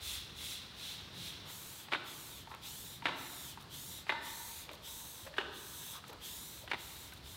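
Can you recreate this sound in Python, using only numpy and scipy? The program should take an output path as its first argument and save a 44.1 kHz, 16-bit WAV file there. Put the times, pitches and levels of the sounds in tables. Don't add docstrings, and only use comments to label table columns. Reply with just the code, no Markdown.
import sys
import numpy as np
from scipy import signal
from scipy.fft import rfft, irfft
from scipy.io import wavfile
from scipy.ndimage import uniform_filter1d, map_coordinates

SR = 44100
rng = np.random.default_rng(int(sys.argv[2]) if len(sys.argv) > 2 else 0)


def inscribe(sig):
    pcm = np.round(np.clip(np.atleast_2d(sig).T, -1, 1) * 32767)
    wavfile.write(sys.argv[1], SR, pcm.astype(np.int16))


N = 324576
TIME = np.arange(N) / SR

# t/s, deep band/dB, mean of upper band/dB
RUMBLE_DB = [(0, -54, -63), (.45, -63, -60), (.95, -63, -61), (1.2, -63, -55), (1.6, -68, -61),
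             (2.0, -75, -63), (2.45, -60.5, -61.5), (3.1, -68.5, -57.5), (4.6, -63, -65), (6.5, -65.5, -61),
             (7.36, -55.5, -63)]
# f/Hz, density/dB
DEEP_RUMBLE = [(20, -33), (35, -13), (50, -4), (65, 3), (85, 0.5), (120, -10.5), (250, -42)]
UPPER_RUMBLE = [(40, -36), (75, -7.5), (100, 2.5), (170, 0), (250, -10.5), (400, -13), (800, -42)]
# f/Hz, density/dB
AIR = [(120, -32.5), (200, -0.5), (946, -8), (1360, -12), (1510, -17.5), (2020, -22.5), (2210, -27),
       (2420, -33), (3800, -17), (4160, -8.5), (4550, -9), (6530, -19.5), (15000, -26.5)]
AIR_DB = -62.5
# t/s, mean level/dB
PATTER_DB = [(0, -57), (1.4, -56.5), (2.4, -60.5), (4.8, -60), (5.9, -59.5), (7.36, -59.5)]
# f/Hz, density/dB
PATTER = [(150, -16.5), (300, -1), (600, -4.5), (1000, -1), (1500, 0), (2200, -3), (4000, 1), (6000, -18.5),
          (12000, -35)]

# f/Hz, t60/s
HALL_T60 = [(150, 1.45), (500, 0.96), (1000, 1.36), (2000, 1.33), (4000, 0.9), (8000, 0.7), (15000, 1.16)]
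# f/Hz, gain/dB
HALL_COLOUR = [(150, 5), (350, 4), (600, 1.5), (920, -1.5), (1300, -0.5), (2200, -5.5), (4000, 4),
               (8000, 4.5), (15000, -6)]
FAR_SEND_DB, NEAR_SEND_DB = -14.5, -15.5
WALL_RISE_S = 0.013

# t/s, hall send of trigger sounds/dB, spring ring before trim/dB
PULLS = [(1.933, -7.5, -73), (3.06, -4, -56), (4.097, -5, -46), (5.385, -5, -66), (6.717, -10.5, -75)]
# f/Hz, relative level/dB, t60/s
SPRING = [(920, 0.5, 1.4), (952, -4.5, 1.4), (880, -2.5, 1.3), (1166, -5, 0.61), (1467, -6, 1.07),
          (1794, -2, 1.2), (1850, -9, 0.89), (2068, 8, 0.13)]
SPRING_TRIM_DB = -1.5

# t/s, length/s, level before the swell/dB, f/Hz, width of each of two passes/Hz
RUBS = [(1.386, 0.18, -58.5, 845, 1000), (2.475, 0.11, -53, 1000, 500), (3.572, 0.11, -61, 966, 596),
        (4.625, .17, -60.5, 546, 450), (5.242, 0.062, -52.5, 572, 129), (5.256, 0.035, -49, 1300, 1800),
        (5.917, 0.1, -52.5, 1120, 503), (6.052, 0.15, -56, 657, 1010), (6.615, 0.051, -56, 640, 400)]
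SCRAPE_LEAD_S, SCRAPE_S, SCRAPE_DB = .028, 0.037, -49.5
SCRAPE_HZ, SCRAPE_WIDTH_HZ = 2160, 3000

# t/s, level before trim/dB, ring f/Hz, ring gain over the plain knock/dB
TICKS = [(1.884, -34, 860, 6), (2.472, -34, 900, 26), (2.514, -31, 1120, 18), (2.539, -32.5, 1180, 11),
         (2.548, -34.5, 837, 11), (3.021, -31, 920, 11), (3.573, -31, 950, 26), (4.066, -33.5, 940, 7),
         (4.691, -28.5, 2310, 10), (4.712, -35, 581, 18), (4.736, -37, 1110, 15), (5.338, -33.5, 1720, 16),
         (5.365, -36, 1670, 5), (6.039, -34.5, 1270, 13), (6.094, -35.5, 480, 32), (6.127, -38, 1020, 12),
         (6.676, -30.5, 1930, 9), (7.122, -36.5, 1510, 11)]
# t/s, level before trim/dB, ring f/Hz, ring gain over the plain knock/dB
CLACKS = [(1.919, -27.5, 1890, 8), (1.924, -23, 850, -12), (1.933, -18.5, 2280, 0), (1.946, -22, 1460, 10),
          (1.955, -29, 3700, 1), (3.055, -17, 2320, -9), (3.067, -22.5, 1750, 11),
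          (3.082, -25.5, 1750, -10), (3.091, -27.5, 910, 7), (4.093, -17, 2080, 13),
          (4.098, -18.5, 1950, 13), (4.121, -25, 1460, 3), (5.382, -18.5, 1680, 8), (5.385, -25.5, 326, 9),
          (5.402, -34, 920, 8), (5.411, -30.5, 2760, 1), (6.714, -21, 2340, 1), (6.733, -23.5, 885, -4),
          (6.743, -27.5, 2000, 0)]
TICK_TRIM_DB, CLACK_TRIM_DB = -13.0, -8.5
# f/Hz, gain/dB
CLACK_COLOUR = [(70, -50), (150, -23), (300, -6), (600, -8), (900, 0), (1450, -4), (2100, -2.5), (2700, -5),
                (3700, -6.5), (4300, -14), (5200, -24), (7000, -32.5), (11000, -37), (15000, -44)]
CHATTER_GAP_S, CHATTER_STEP_DB = .0045, -7.5

# f/Hz, density/dB
FAR_JET = [(300, -27), (1000, -17), (2500, -2), (5000, -4.5), (6500, 0), (9000, 0.5), (12000, -2.5),
           (15800, -5.5)]
NEAR_JET = [(300, -6), (650, -44), (900, 5), (1300, -14.5), (2000, -11.5), (3000, -6), (5000, -4.5),
            (6500, 2), (8000, 1.5), (11000, -0.5), (13500, 2), (15800, -2.5)]
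# f/Hz, density/dB
RUSH = [(1000, -36.5), (2200, -11), (2800, -8.5), (3300, -2), (3700, 1), (4100, -3.5), (4700, -11.5),
        (5600, -10.5), (8000, -29.5)]

# t/s, rise/s, time to release/s, jet/dB, nozzle rush/dB, bonnet echo gain
BURSTS = [(0.0, 0.087, .15, -46, -45.5, .26), (0.344, 0.13, 0.19, -48, -46.5, 0.23),
          (0.739, 0.15, .19, -52.5, -47, .1), (1.115, 0.17, 0.17, -52, -47, 0.11)]
JET_FALL_DB_PER_S, RUSH_FALL_DB_PER_S = 182, 68
BONNET_ECHO_MS = 1.47

# t/s, length/s, peak jet gain/dB
SPITS = [(2.484, 0.056, -68.5), (2.546, 0.005, -57), (3.598, 0.048, -63.5), (4.713, 0.052, -61),
         (6.061, 0.049, -63), (6.127, 0.0087, -57), (7.112, 0.079, -63.5)]
SPIT_RUSH_DB = 2.5

# t/s, length/s, jet before arch and lean/dB, lean start to end/dB, nozzle rush before end boosts and lean/dB
STROKES = [(1.436, .465, -52, -3.5, -60.5), (2.02, 0.45, -52.7, -2, -59), (2.598, .43, -51, -6, -58),
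           (3.127, 0.45, -51.2, 5, -58.5), (3.68, 0.38, -50, -0.5, -58), (4.194, .5, -49, -1, -57),
           (4.805, .525, -50.8, -7.5, -61.5), (5.496, .525, -50.5, 8, -59), (6.19, .5, -50.5, -9, -59),
           (6.746, 0.41, -53, -3.5, -61.5), (7.213, 0.45, -55.5, -4, -62.5)]
VALVE_OPEN_S, VALVE_CLOSE_S = 0.081, .1
ARCH_DB = 3
EARLY_RUSH_DB, EARLY_RUSH_S = 9, 0.1
LATE_RUSH_DB, LATE_RUSH_S = 8, 0.1
RUSH_PITCH, RUSH_SAG = 1.03, .11
# delay at start/ms, delay at end/ms, signed gain
SWINGS = [(1.1, .63, .32), (.62, 1.05, .36), (.9, .53, .38), (.5, .73, .41), (.72, .52, .4), (.6, .45, .34),
          (.42, .43, -.3), (.42, .46, -.32), (.7, .49, .33), (.53, .53, .08), (.54, .54, .08)]
ARM_SHAKE = .025
SECOND_PATH, SECOND_SHARE = 1.88, 1.45
CAR_PATH, CAR_STRENGTH = 6.2, 0.23

EDGE_HZ = 15850


def amp(db):
    return 10 ** (np.asarray(db) / 20)


def unit(x):
    return x / np.sqrt(np.mean(x ** 2) + 1e-20)


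def at_hz(points, hz):
    f, value = np.transpose(points)
    return np.interp(np.log(hz + 1), np.log(f + 1), value)


def at_time(rows, t):
    s, *columns = np.transpose(rows)
    return [np.interp(t, s, c) for c in columns]


def ease(u):
    return np.sin(np.pi / 2 * np.clip(u, 0, 1)) ** 2


def add(mix, s, sound):
    part = mix[max(round(s * SR), 0):][:len(sound)]
    part += sound[:len(part)]


def tint(x, points):
    size = 4096
    gain_db = np.maximum(at_hz(points, abs(np.fft.fftfreq(size, 1 / SR))), -100)
    log_spectrum = np.conj(signal.hilbert(np.log(amp(gain_db))))
    taps = np.fft.ifft(np.exp(log_spectrum)).real[:size // 2]
    return signal.oaconvolve(x, taps)[:len(x)]


def noise(points, size=N):
    return unit(tint(rng.standard_normal(size), points))


def wobble(rate_hz, size=N):
    hz = np.fft.rfftfreq(size, 1 / SR)
    spectrum = rfft(rng.standard_normal(size)) / (1 + (hz / rate_hz) ** 2)
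    return unit(irfft(spectrum, size))


def resonate(x, hz, width):
    r = np.exp(-np.pi * abs(width) / SR)
    return 2 * signal.lfilter([1 - r], [1, -r * np.exp(2j * np.pi * hz / SR)], x).real


def delayed(x, ms):
    place = np.arange(len(x)) - ms * SR / 1000
    return map_coordinates(x, [place], order=3)


def background():
    deep_db, upper_db = at_time(RUMBLE_DB, TIME)
    deep = amp(deep_db) * noise(DEEP_RUMBLE)
    upper = amp(upper_db + 1.65 * wobble(rate_hz=6.1)) * noise(UPPER_RUMBLE)
    patter_db = at_time(PATTER_DB, TIME)[0] + 1.3 * wobble(rate_hz=44)
    patter = amp(patter_db) * noise(PATTER)
    return deep + upper + amp(AIR_DB) * noise(AIR) + patter


def hall(x):
    hz, t, bands = signal.stft(rng.standard_normal(SR), SR, nperseg=256)
    decay = amp(-60 * t / at_hz(HALL_T60, hz)[:, None])
    tail = signal.istft(bands * decay, SR, nperseg=256)[1][:SR]
    t = TIME[:SR]
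    tail *= np.clip(t / WALL_RISE_S, 0, 1) * (1 + np.exp(-t / WALL_RISE_S))
    return signal.fftconvolve(x, tint(tail / np.linalg.norm(tail), HALL_COLOUR))[:N]


def spring():
    out, t = np.zeros(N), TIME[:SR]
    for s, _, ring_db in PULLS:
        for hz, db, t60 in SPRING:
            source = rng.standard_normal(2 * SR)
            note = resonate(resonate(source, hz, width=44), hz, width=44)[SR:]
            add(out, s, amp(ring_db + db + SPRING_TRIM_DB - 60 * t / t60) * unit(note))
    return out


def rub(length, hz, width):
    grip = rng.standard_normal(SR)[:int(length * SR)]
    friction = resonate(resonate(grip, hz, width), hz, width)
    return unit(friction) * np.hanning(len(grip))


def rubs():
    out = np.zeros(N)
    for s, length, db, hz, width in RUBS:
        add(out, s, amp(db) * rub(length, hz, width))
    for s, *_ in PULLS:
        add(out, s - SCRAPE_LEAD_S, amp(SCRAPE_DB) * rub(SCRAPE_S, SCRAPE_HZ, SCRAPE_WIDTH_HZ))
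    return out


def knock(ring_hz, ring_width, ring_db, rattle_s):
    t = np.arange(2600) / SR
    spectrum = rfft(rng.standard_normal(len(t)) * np.exp(-t / rattle_s))
    even = irfft(spectrum / abs(spectrum), len(t))
    give = 1 - np.exp(-t / 0.0014)
    body = tint(even * give * np.exp(-t / (3 * rattle_s)), CLACK_COLOUR)
    body = body + amp(-6.0) * resonate(body, hz=316, width=140)
    body = body + amp(ring_db) * resonate(body, ring_hz, ring_width)
    return body / np.sqrt(uniform_filter1d(body ** 2, size=130).max())


def ticks():
    out = np.zeros(N)
    for s, db, hz, ring_db in TICKS:
        add(out, s, amp(db) * knock(hz, ring_width=79, ring_db=ring_db, rattle_s=0.0051))
    return amp(TICK_TRIM_DB) * out


def clacks(count=3):
    out = np.zeros(N)
    for s, db, hz, ring_db in CLACKS:
        for k in range(count):
            blow = knock(hz, ring_width=200, ring_db=ring_db, rattle_s=0.0038)
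            add(out, s + k * CHATTER_GAP_S, amp(db + k * CHATTER_STEP_DB) * blow)
    return amp(CLACK_TRIM_DB) * out


def mist(jet, rush, colour, sputter_db, pitch=1):
    fizz = amp(sputter_db * wobble(rate_hz=170, size=SR)) * jet * noise(colour, size=SR)
    place = np.cumsum(pitch * np.ones(SR))
    nozzle = map_coordinates(noise(RUSH, size=SR), [place], order=3)
    return fizz + amp(sputter_db * wobble(rate_hz=55, size=SR)) * rush * nozzle


def far_spray():
    out, t = np.zeros(N), TIME[:SR]
    for s, rise_s, length, jet_db, rush_db, bounce in BURSTS:
        squeeze, released = ease(t / rise_s), np.maximum(t - length, 0)
        jet = squeeze ** 0.56 * amp(jet_db - JET_FALL_DB_PER_S * released)
        rush = squeeze ** 0.41 * amp(rush_db - RUSH_FALL_DB_PER_S * released)
        hiss = mist(jet, rush, FAR_JET, sputter_db=.1)
        add(out, s, hiss + bounce * delayed(hiss, BONNET_ECHO_MS))
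    return out


def spits():
    out, t = np.zeros(N), TIME[:SR]
    for s, length, db in SPITS:
        gain = amp(db) * np.sin(np.pi * np.minimum(t / length, 1)) ** .5
        add(out, s, mist(gain, amp(SPIT_RUSH_DB) * gain, NEAR_JET, sputter_db=5.0))
    return out


def combed(hiss, u, start_ms, end_ms, strength):
    away = u if end_ms > start_ms else 1 - u
    path_ms = min(start_ms, end_ms) + abs(end_ms - start_ms) * away ** 2
    ms = path_ms * (1 + ARM_SHAKE * wobble(rate_hz=2, size=SR))
    first = strength * delayed(hiss, ms)
    second = SECOND_SHARE * strength ** 2 * delayed(hiss, SECOND_PATH * ms)
    car_side = CAR_STRENGTH * delayed(hiss, CAR_PATH * ms)
    return hiss + first + second + car_side


def near_spray():
    out, t = np.zeros(N), TIME[:SR]
    for (s, length, jet_db, lean_db, rush_db), swing in zip(STROKES, SWINGS):
        u, left = np.minimum(t / length, 1), np.maximum(length - t, 0)
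        valve = ease(t / VALVE_OPEN_S) * ease(left / VALVE_CLOSE_S)
        slack = (2 * u - 1) ** 2
        early_db = EARLY_RUSH_DB * np.exp(-(t / EARLY_RUSH_S) ** 2)
        late_db = LATE_RUSH_DB * np.exp(-(left / LATE_RUSH_S) ** 2)
        jet = valve * amp(jet_db - ARCH_DB * slack)
        rush = valve ** 0.86 * amp(rush_db + early_db + late_db)
        hiss = mist(jet, rush, NEAR_JET, sputter_db=0.26, pitch=RUSH_PITCH - RUSH_SAG * slack)
        add(out, s, combed(amp(lean_db * (u - .5)) * hiss, u, *swing))
    return out


def scene():
    far, near = far_spray(), near_spray() + spits()
    trigger = clacks() + ticks() + rubs()
    trigger_send = amp(at_time(PULLS, TIME)[0])
    room = hall(trigger_send * trigger + amp(FAR_SEND_DB) * far + amp(NEAR_SEND_DB) * near)
    mono = far + near + trigger + spring() + room + background()
    return np.array([mono, mono])


def record(dry):
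    taps = signal.firwin(511, EDGE_HZ, window=("kaiser", 8), fs=SR)
    return signal.oaconvolve(dry, taps[None], "same")


dry = scene()
out = record(dry)
inscribe(out)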